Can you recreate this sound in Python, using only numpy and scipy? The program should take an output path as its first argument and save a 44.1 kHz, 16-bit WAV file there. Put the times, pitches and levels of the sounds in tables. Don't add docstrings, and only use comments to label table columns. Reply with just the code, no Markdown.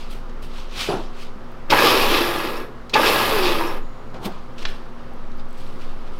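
import sys
import numpy as np
from scipy import signal
from scipy.fft import rfft, irfft, next_fast_len
from scipy.io import wavfile
from scipy.ndimage import uniform_filter1d, map_coordinates

SR = 44100
rng = np.random.default_rng(int(sys.argv[2]) if len(sys.argv) > 2 else 0)


def ratio_of_db(decibels):
    return 10 ** (np.asarray(decibels, float) / 20)


def materialize(psi):
    bounded = np.clip(np.atleast_2d(psi).T, -1, 1)
    quanta = np.round(bounded * 32767).astype(np.int16)
    wavfile.write(sys.argv[1], SR, quanta)


N = 273222
SILENT_DB = -110
HIT_T = np.arange(SR // 4) / SR


def unit(x):
    return x / np.sqrt(np.mean(x ** 2) + 1e-20)


def along(points, hz):
    f, v = np.transpose(points)
    return np.interp(np.log(hz + 1), np.log(f + 1), v)


def curves(tables, outside=None):
    if outside is not None:
        def rest(s, row):
            return [(s,) + (outside,) * (len(row) - 1)]
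        tables = [rest(t[0][0] - .004, t[0]) + list(t) + rest(t[-1][0] + .1, t[0]) for t in tables]
    s, *cols = np.transpose(sorted(tuple(row) for t in tables for row in t))
    return [np.interp(np.arange(N) / SR, s, c) for c in cols]


def wobble(rate):
    knots = rng.standard_normal(int(N * rate / SR) + 4)
    return map_coordinates(knots, [np.arange(N) * rate / SR])


def filtered(x, response):
    m = next_fast_len(N + SR // 2)
    return irfft(rfft(x, m) * response(np.fft.rfftfreq(m, 1 / SR)), m)[:N]


def patchy(x, patchy_db, count=5):
    z = signal.stft(np.pad(x, (0, 512)), nperseg=512)[2]
    field = uniform_filter1d(rng.standard_normal(z.shape), size=count, axis=0)
    field = uniform_filter1d(field, size=8, axis=1)
    return signal.istft(z * ratio_of_db(patchy_db * unit(field)), nperseg=512)[1][:N]


def rush(spectrum, patchy_db):
    noise = patchy(rng.standard_normal(N), patchy_db)
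    return unit(filtered(noise, lambda hz: ratio_of_db(along(spectrum, hz))))


def swell(s, db, rise_s, fall_s):
    t = np.arange(N) / SR - s
    return ratio_of_db(db + 20 * np.minimum(t / rise_s, -t / fall_s))


def ring(hz, t60, rough, t, rise=0.00024, tone=1):
    around = signal.butter(2, [hz / 1.7, min(hz * 1.7, .45 * SR)], "bandpass", fs=SR)
    blur = unit(signal.lfilter(*around, rng.standard_normal(len(t))))
    vibration = tone * np.sin(2 * np.pi * hz * t) + rough * blur
    return vibration * ratio_of_db(-60 * t / t60) * (1 - np.exp(-t / rise))


def crack(t60):
    noise = np.diff(rng.standard_normal(len(HIT_T) + 2), 2)
    return unit(noise) * ratio_of_db(-60 * HIT_T / t60)


def add(track, s, x):
    part = track[round(s * SR):][:len(x)]
    part += x[:len(part)]


# pitch_hz, level_db (per Hz)
FAN_SPECTRUM = [(110, -21), (180, -10), (240, -7.5), (290, -10.5), (400, -9), (520, -11), (620, -13.5),
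                (1260, -12), (1500, -18), (2500, -27.5), (4260, -34), (5600, -37.5), (6930, -45),
                (15800, -54)]


def fans():
    return ratio_of_db(-42.5 + 0.34 * wobble(4.075)) * rush(FAN_SPECTRUM, patchy_db=1.0)


# pitch_hz, level_db (per Hz)
RUMBLE_SPECTRUM = [(20, -6), (26, -1.5), (32, -7), (55, 1), (85, -15), (120, -5.5), (190, -13.5),
                   (260, -56)]


def rumble():
    noise = rng.standard_normal(N)
    return ratio_of_db(-45) * unit(filtered(noise, lambda hz: ratio_of_db(along(RUMBLE_SPECTRUM, hz)) * (hz > 18)))


# pitch_hz, level_db (rms)
HUM_TONES = [(118.4, -52), (237.5, -48), (360.7, -55), (522.2, -53.5)]


def hum():
    t = np.arange(N) / SR
    return sum(ratio_of_db(db + 2.5 + 0.72 * wobble(5)) * np.sin(2 * np.pi * hz * t + 0.13 * wobble(3.94))
               for hz, db in HUM_TONES)


# time_s, pitch_hz, level_db
AIR_SWINGS = [(0.0, 16.8, -23), (1.05, 16.8, -25), (1.31, 12.7, -21), (1.38, 12.8, -32), (1.72, 12.8, -21),
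              (1.83, 12.8, -35), (2.09, 12.8, -18), (2.33, 12.8, -32), (2.59, 12.8, -23), (2.69, 12.8, -38),
              (3.14, 12.8, -25), (3.23, 12.7, -31), (3.35, 11.4, -18), (4.43, 11.4, -31), (4.69, 11.4, -19),
              (4.76, 11.4, -28), (5.63, 11.4, -19), (6.2, 11.4, -24)]


def air():
    hz, db = curves([AIR_SWINGS])
    phase = 2 * np.pi * np.cumsum(hz * (1 + .12 * wobble(5))) / SR
    swing = ratio_of_db(db + 2.2 + 2.8 * wobble(9)) * np.sin(phase)
    return filtered(swing, lambda f: 1 / (1 + (f / 21) ** 16))


# peak_s, sole_db, cloth_db, rise_s, fall_s (per 20 dB)
SCUFF_MOVES = [(.008, -44, -60, .03, .22), (.108, -42, -50, .02, .14), (.428, -44.5, -53, .015, .13),
               (.586, -41.5, -58, .17, .18), (.81, -24.5, -38.5, .09, .2), (1.224, -40.5, -55, .13, .1),
               (4.165, -50, -84, .05, .05), (4.259, -32, -39, .04, .033), (4.29, -47, -66, .04, .26),
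               (4.583, -41, -59, .005, .3), (4.628, -37, -56, .055, .035), (4.69, -43, -56, .08, .17),
               (4.985, -57, -78, .04, .4), (5.398, -48, -74, .03, .025), (5.59, -50.5, -62, .15, .9),
               (5.81, -49.5, -63, .1, .45), (6.082, -54, -72, .4, .2), (6.195, -51, -62, .22, .2)]
# pitch_hz, level_db (per Hz)
SOLE_SPECTRUM = [(760, -11), (1300, -5.5), (1710, -10), (2460, -2.5), (2970, -1.5), (4710, -6.5),
                 (9000, -24), (11700, -51), (19800, -120)]
# pitch_hz, level_db (per Hz)
CLOTH_SPECTRUM = [(5000, -38.5), (8000, 2.5), (12000, -0.5), (15800, -4.5)]
# peak_s, level_db, rise_s, fall_s (per 20 dB)
BOOT_LANDINGS = [
    (.748, -46, .08, .12),
    (.89, -20.5, .014, .16),
    (.945, -26, .06, .06),
    (4.146, -31, .018, .09),
    (4.225, -40, .1, .1),
    (4.262, -25, .03, .09),
    (4.6, -43, .04, .5),
]
# pitch_hz, level_db (per Hz)
BOOT_SPECTRUM = [(59, -51), (100, -11), (279, -12.5), (373, -5.5), (423, -14), (781, -11), (2000, -30),
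                 (2600, -78), (4400, -120)]


def scuffs():
    quicker = 1.25
    soles = [swell(s, db, up, down) for s, db, _, up, down in SCUFF_MOVES]
    cloths = [swell(s, db, up / quicker, down / quicker) for s, _, db, up, down in SCUFF_MOVES]
    sole = np.max(soles, axis=0).clip(ratio_of_db(-63))
    cloth = np.max(cloths, axis=0).clip(ratio_of_db(-79))
    boot = sum(swell(*row) for row in BOOT_LANDINGS)
    grit = unit(ratio_of_db(1.15 * wobble(250)))
    drag = sole * rush(SOLE_SPECTRUM, patchy_db=1.0) + cloth * rush(CLOTH_SPECTRUM, patchy_db=-1.5)
    return grit * drag + ratio_of_db(-2.0) * boot * rush(BOOT_SPECTRUM, patchy_db=-0.5)


# start_s, level_db (peak)
DRY_TICKS = [(0.4289, -46), (1.5179, -47), (1.686, -49), (2.92, -50), (4.257, -28), (5.1362, -46),
             (5.3752, -47), (5.7544, -56)]


def dry_ticks(out):
    for s, db in DRY_TICKS:
        add(out, s, ratio_of_db(db - 2) * crack(.012))


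# start_s, level_db (peak), pitch_hz, t60_s
BOOT_THUDS = [
    (.887, -10, 410, 0.063),
    (0.946, -24, 357, .09),
    (1.357, -25, 230, .04),
    (4.256, -14.5, 198, 0.054),
]


def boot_thuds(out):
    for s, db, hz, t60 in BOOT_THUDS:
        add(out, s, ratio_of_db(db + 0.5) * ring(hz, t60, 0.2, HIT_T, rise=0.0023))


# start_s, pitch_hz, level_db, t60_s
STEEL_TONES = [(.12, 6780, -70, 1.2), (.9, 10100, -45, .25), (.92, 13500, -58, .2), (3.82, 6800, -64, 2),
               (5.392, 5000, -47, 0.057), (5.392, 3650, -52, .06)]


def steel_tones(out):
    for s, hz, db, t60 in STEEL_TONES:
        add(out, s, ratio_of_db(db) * ring(hz, t60, .05, np.arange(SR) / SR, rise=0.0021))


# start_s, level_db (peak)
KEY_TAPS = [(5.4869, -51), (5.5064, -48), (5.5273, -45), (5.5744, -51), (5.5827, -46), (5.6012, -48),
            (5.6124, -52), (5.6755, -47)]


def keys(out):
    for s, db in KEY_TAPS:
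        low, high = ring(7900, .018, .6, HIT_T, tone=.7), ring(12100, .015, .6, HIT_T)
        add(out, s, ratio_of_db(db - 2.5) * (low + .3 * high))


# pitch_hz, level_db, t60_s
HOOK_MODES = [(1100, -5, .045), (2000, -4, .04), (2400, -5, .04), (2750, -4, .04), (3350, -3, .036),
              (3900, -6, .03), (4800, -9, .025)]


def hook_snap(out):
    start_s, level_db = 4.6522, -14.5
    dull = signal.butter(4, 5800, fs=SR)
    for hz, db, t60 in HOOK_MODES:
        mode = ring(hz, t60, 0.45, HIT_T, tone=.4)
        add(out, start_s, ratio_of_db(level_db + db) * signal.lfilter(*dull, mode))


# start_s, level_db (peak), pitch_hz, t60_s, treble_db
SMALL_CLICKS = [(0.2947, -37.5, 2930, 0.037, -16), (1.7884, -11, 3170, 0.04, -16),
                (2.7477, -56, 2150, 0.042, -16), (2.8953, -26, 3160, 0.051, -16),
                (2.9407, -12, 2410, 0.042, -16), (4.1425, -34, 2510, 0.067, -20),
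                (4.5805, -30.5, 2400, 0.034, -16), (5.3173, -38, 2820, 0.021, -16),
                (5.8114, -34, 2370, 0.04, -16), (6.0751, -41, 2178, 0.04, -16)]


def clicks(out):
    for s, db, hz, t60, treble_db in SMALL_CLICKS:
        body = ring(hz, t60, 1.43, HIT_T, tone=0.25)
        add(out, s, ratio_of_db(db - 12) * (body + ratio_of_db(treble_db) * crack(0.56 * t60)))


# start_s, level_db (peak), pitch_hz, t60_s
BRAKE_BITES = [
    (2.567, -36, 5500, 0.078),
    (2.567, -36, 5140, 0.044),
    (3.668, -33, 5400, .1),
    (3.668, -36, 5900, .05),
]


def brake(out):
    for s, db, hz, t60 in BRAKE_BITES:
        add(out, s, ratio_of_db(db) * ring(hz, t60, .35, HIT_T, rise=.003))


# start_s, level_db (peak), pitch_hz, t60_s
GEAR_KNOCKS = [(1.723, -3, 854, 0.058), (1.743, -9, 996, 0.06), (1.834, -4.5, 451, 0.066),
               (1.849, -5, 488, 0.054), (1.865, -6.5, 1172, 0.073), (2.954, -5.5, 869, 0.16),
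               (2.974, -9, 1176, 0.055), (2.994, 2, 530, 0.025), (3.07, -15.5, 460, 0.05),
               (3.084, -14, 490, 0.051), (3.319, -13, 601, 0.072), (3.609, -10.5, 936, 0.061),
               (1.734, -14, 1705, 0.044),
    (1.784, -6, 1636, 0.075),
    (1.794, -7, 1730, 0.053),
    (2.965, -9, 1690, 0.06),
    (3.031, -8, 1610, 0.06),
]


def gear_knocks(out):
    for s, db, hz, t60 in GEAR_KNOCKS:
        add(out, s, ratio_of_db(db - 4.5) * ring(hz, t60, 0.47, HIT_T, rise=0.0012))


def hits():
    out = np.zeros(N)
    for source in (dry_ticks, boot_thuds, steel_tones, keys, hook_snap, clicks, brake, gear_knocks):
        source(out)
    return out


# start_s, level_db (strength)
RELAY_CLOSES = [
    (1.698, 0),
    (2.9328, -2),
]


def driven(motion, law, delay_s, jolt_db, rise_s, fall_s):
    speed_db, strain_db = motion
    full_db, by_speed, by_strain = law
    jolt = sum(swell(s + delay_s, jolt_db + relay_db, rise_s, fall_s) ** 2 for s, relay_db in RELAY_CLOSES)
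    running = ratio_of_db(full_db + by_speed * (speed_db + 30) + by_strain * strain_db)
    return np.sqrt(running ** 2 + jolt)


# pitch_hz, level_db (per Hz)
GRIND_SPECTRUM = [(53, -46), (90, -4.5), (180, -7.5), (359, -3.5), (553, 0.5), (687, -9.5), (1210, -5.5),
                  (1500, -13), (2110, -14), (2620, -10), (5130, -21.5), (6230, -29), (8620, -32),
                  (12700, -25), (15800, -30.5)]


def part_of_winch(blows, modes, lo_hz, hi_hz, modes_db, spiky_db, shifting_db):
    contacts = rng.standard_normal(N) * ratio_of_db(spiky_db * wobble(420)) + blows

    def body(f):
        band = 1 / np.sqrt((1 + (lo_hz / (f + 1)) ** 8) * (1 + (f / hi_hz) ** 8))
        peaks = sum(ratio_of_db(db) * 1j * f * w / (c * c - f * f + 1j * f * w) for c, w, db in modes)
        grind = ratio_of_db(along(GRIND_SPECTRUM, f)) / ratio_of_db(along(GRIND_SPECTRUM, modes[0][0]))
        return band * (grind + ratio_of_db(modes_db) * peaks)

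    return unit(patchy(filtered(contacts, body), shifting_db, count=6))


# pitch_hz, width_hz, level_db
DRUM_MODES = [(335, 98, 1), (410, 86, -1), (535, 59, -4)]
# level_db, db_per_speed_db, db_per_strain_db
DRUM_DRIVE = (-24, .56, .55)


def drum(blows, motion):
    sound = part_of_winch(.5 * blows, DRUM_MODES, 60, 544, modes_db=4, spiky_db=-1.0, shifting_db=0.0)
    return sound * driven(motion, DRUM_DRIVE, delay_s=.005, jolt_db=-20, rise_s=.006, fall_s=.14)


# pitch_hz, width_hz, level_db
CASING_MODES = [(784, 25, 5), (863, 25, 6.5), (976, 14, -2), (1058, 30, 0), (1184, 17, 2.5),
                (1306, 15, -6.5), (1560, 11, -21), (1666, 25, 5), (1950, 43, -7)]
# level_db, db_per_speed_db, db_per_strain_db
CASING_DRIVE = (-19.5, .74, .15)


def casing(blows, motion):
    sound = part_of_winch(.49 * blows, CASING_MODES, 696, 2150, modes_db=-4.0, spiky_db=-0.4, shifting_db=1.0)
    return sound * driven(motion, CASING_DRIVE, delay_s=.03, jolt_db=-13, rise_s=.026, fall_s=.09)


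# pitch_hz, width_hz, level_db
TEETH_MODES = [(2560, 84, 2), (2820, 27, -26), (3150, 130, -6.5), (3430, 51, 2), (3775, 190, -3),
               (4260, 100, -6), (4670, 100, -2.5), (5010, 100, -4), (5420, 70, -5)]
# level_db, db_per_speed_db, db_per_strain_db
TEETH_DRIVE = (-20, 1.15, 1.01)


def teeth(blows, motion):
    sound = part_of_winch(.35 * blows, TEETH_MODES, 1950, 7000, modes_db=-4.5, spiky_db=1.8, shifting_db=1.1)
    return sound * driven(motion, TEETH_DRIVE, delay_s=.007, jolt_db=-14, rise_s=.005, fall_s=.05)


# pitch_hz, width_hz, level_db
BRUSH_MODES = [(9600, 68, 2), (10100, 60, -4), (10700, 60, -8), (10600, 60, -9), (12040, 60, -3),
               (12500, 55, 3), (13000, 55, -3)]


def brushes(blows, motion):
    sound = part_of_winch(.15 * blows, BRUSH_MODES, 7000, 17000, modes_db=1.5, spiky_db=1.2, shifting_db=.7)
    return ratio_of_db(motion[0] + .3) * sound


# time_s, pitch_hz, level_db
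MESH_BURSTS = [
    [(1.85, 407.7, -39), (1.894, 376.3, -32), (1.92, 372.8, -38), (1.976, 393.4, -22), (2.022, 362.5, -40),
     (2.062, 393, -42), (2.156, 336, -37), (2.206, 355.2, -31), (2.45, 324.4, -37)],
    [(3.3, 446.3, -30), (3.354, 423.8, -30), (3.398, 376.6, -22.5), (3.458, 354, -20.5), (3.58, 327.8, -36),
     (3.636, 344.8, -31), (3.72, 341.7, -46)],
]


def gear_mesh():
    hz = curves(MESH_BURSTS)[0]
    db = curves(MESH_BURSTS, outside=SILENT_DB)[1]
    turn = 2 * np.pi * np.cumsum(hz * (1 + 0.01356 * wobble(30))) / SR
    return ratio_of_db(db + 2.5 + 2.2 * wobble(24.82)) * np.sin(turn)


# time_s, speed_db (as brush hiss), strain_db (of the rope)
WINCH_BURSTS = [
    [(1.699, -44, 0), (1.71, -35.5, -1), (1.85, -30, 2.5), (2.084, -34.5, 1), (2.17, -35, 4.5),
     (2.3, -38, -1.5), (2.5, -45, 1.5), (2.62, -53, 1), (2.745, -82, 0)],
    [(2.935, -48, 0), (2.99, -36.5, 0), (3.076, -31.5, 3.5), (3.11, -31, -2.5), (3.4, -36, -2),
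     (3.46, -38, 6), (3.61, -41.5, -.8), (3.774, -54.5, 1.5), (3.85, -84, 0)],
]


def winch():
    motion = curves(WINCH_BURSTS, outside=SILENT_DB)
    blows = unit((rng.random(N) < 500 / SR) * rng.standard_normal(N))
    return sum(part(blows, motion) for part in (drum, casing, teeth, brushes)) + gear_mesh()


# pitch_hz, t60_s
WALL_DECAY = [(200, 0.49), (2000, 0.44), (10000, 0.19)]


def walls(x):
    hz, t, z = signal.stft(rng.standard_normal(SR // 2), SR, nperseg=256)
    tail = signal.istft(z * ratio_of_db(-60 * t / along(WALL_DECAY, hz)[:, None]), SR, nperseg=256)[1]
    return signal.fftconvolve(np.pad(x, (300, 0)), tail / np.linalg.norm(tail))[:N]


def scene():
    shop = fans() + rumble() + hum() + air()
    sharp, motor = hits(), winch()
    echo = ratio_of_db(-8) * walls(sharp) + ratio_of_db(-13) * walls(motor)
    return (shop + scuffs() + sharp + motor + echo)[None]


def band_limit(x):
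    return signal.sosfilt(signal.butter(12, 15940, fs=SR, output="sos"), x)


def record(dry):
    soft = dry / (1 + np.abs(dry / .95) ** 4) ** (1 / 4)
    mix = filtered(soft[0], lambda hz: hz < 15850)[None]
    return band_limit(mix)


dry = scene()
out = record(dry)
materialize(out)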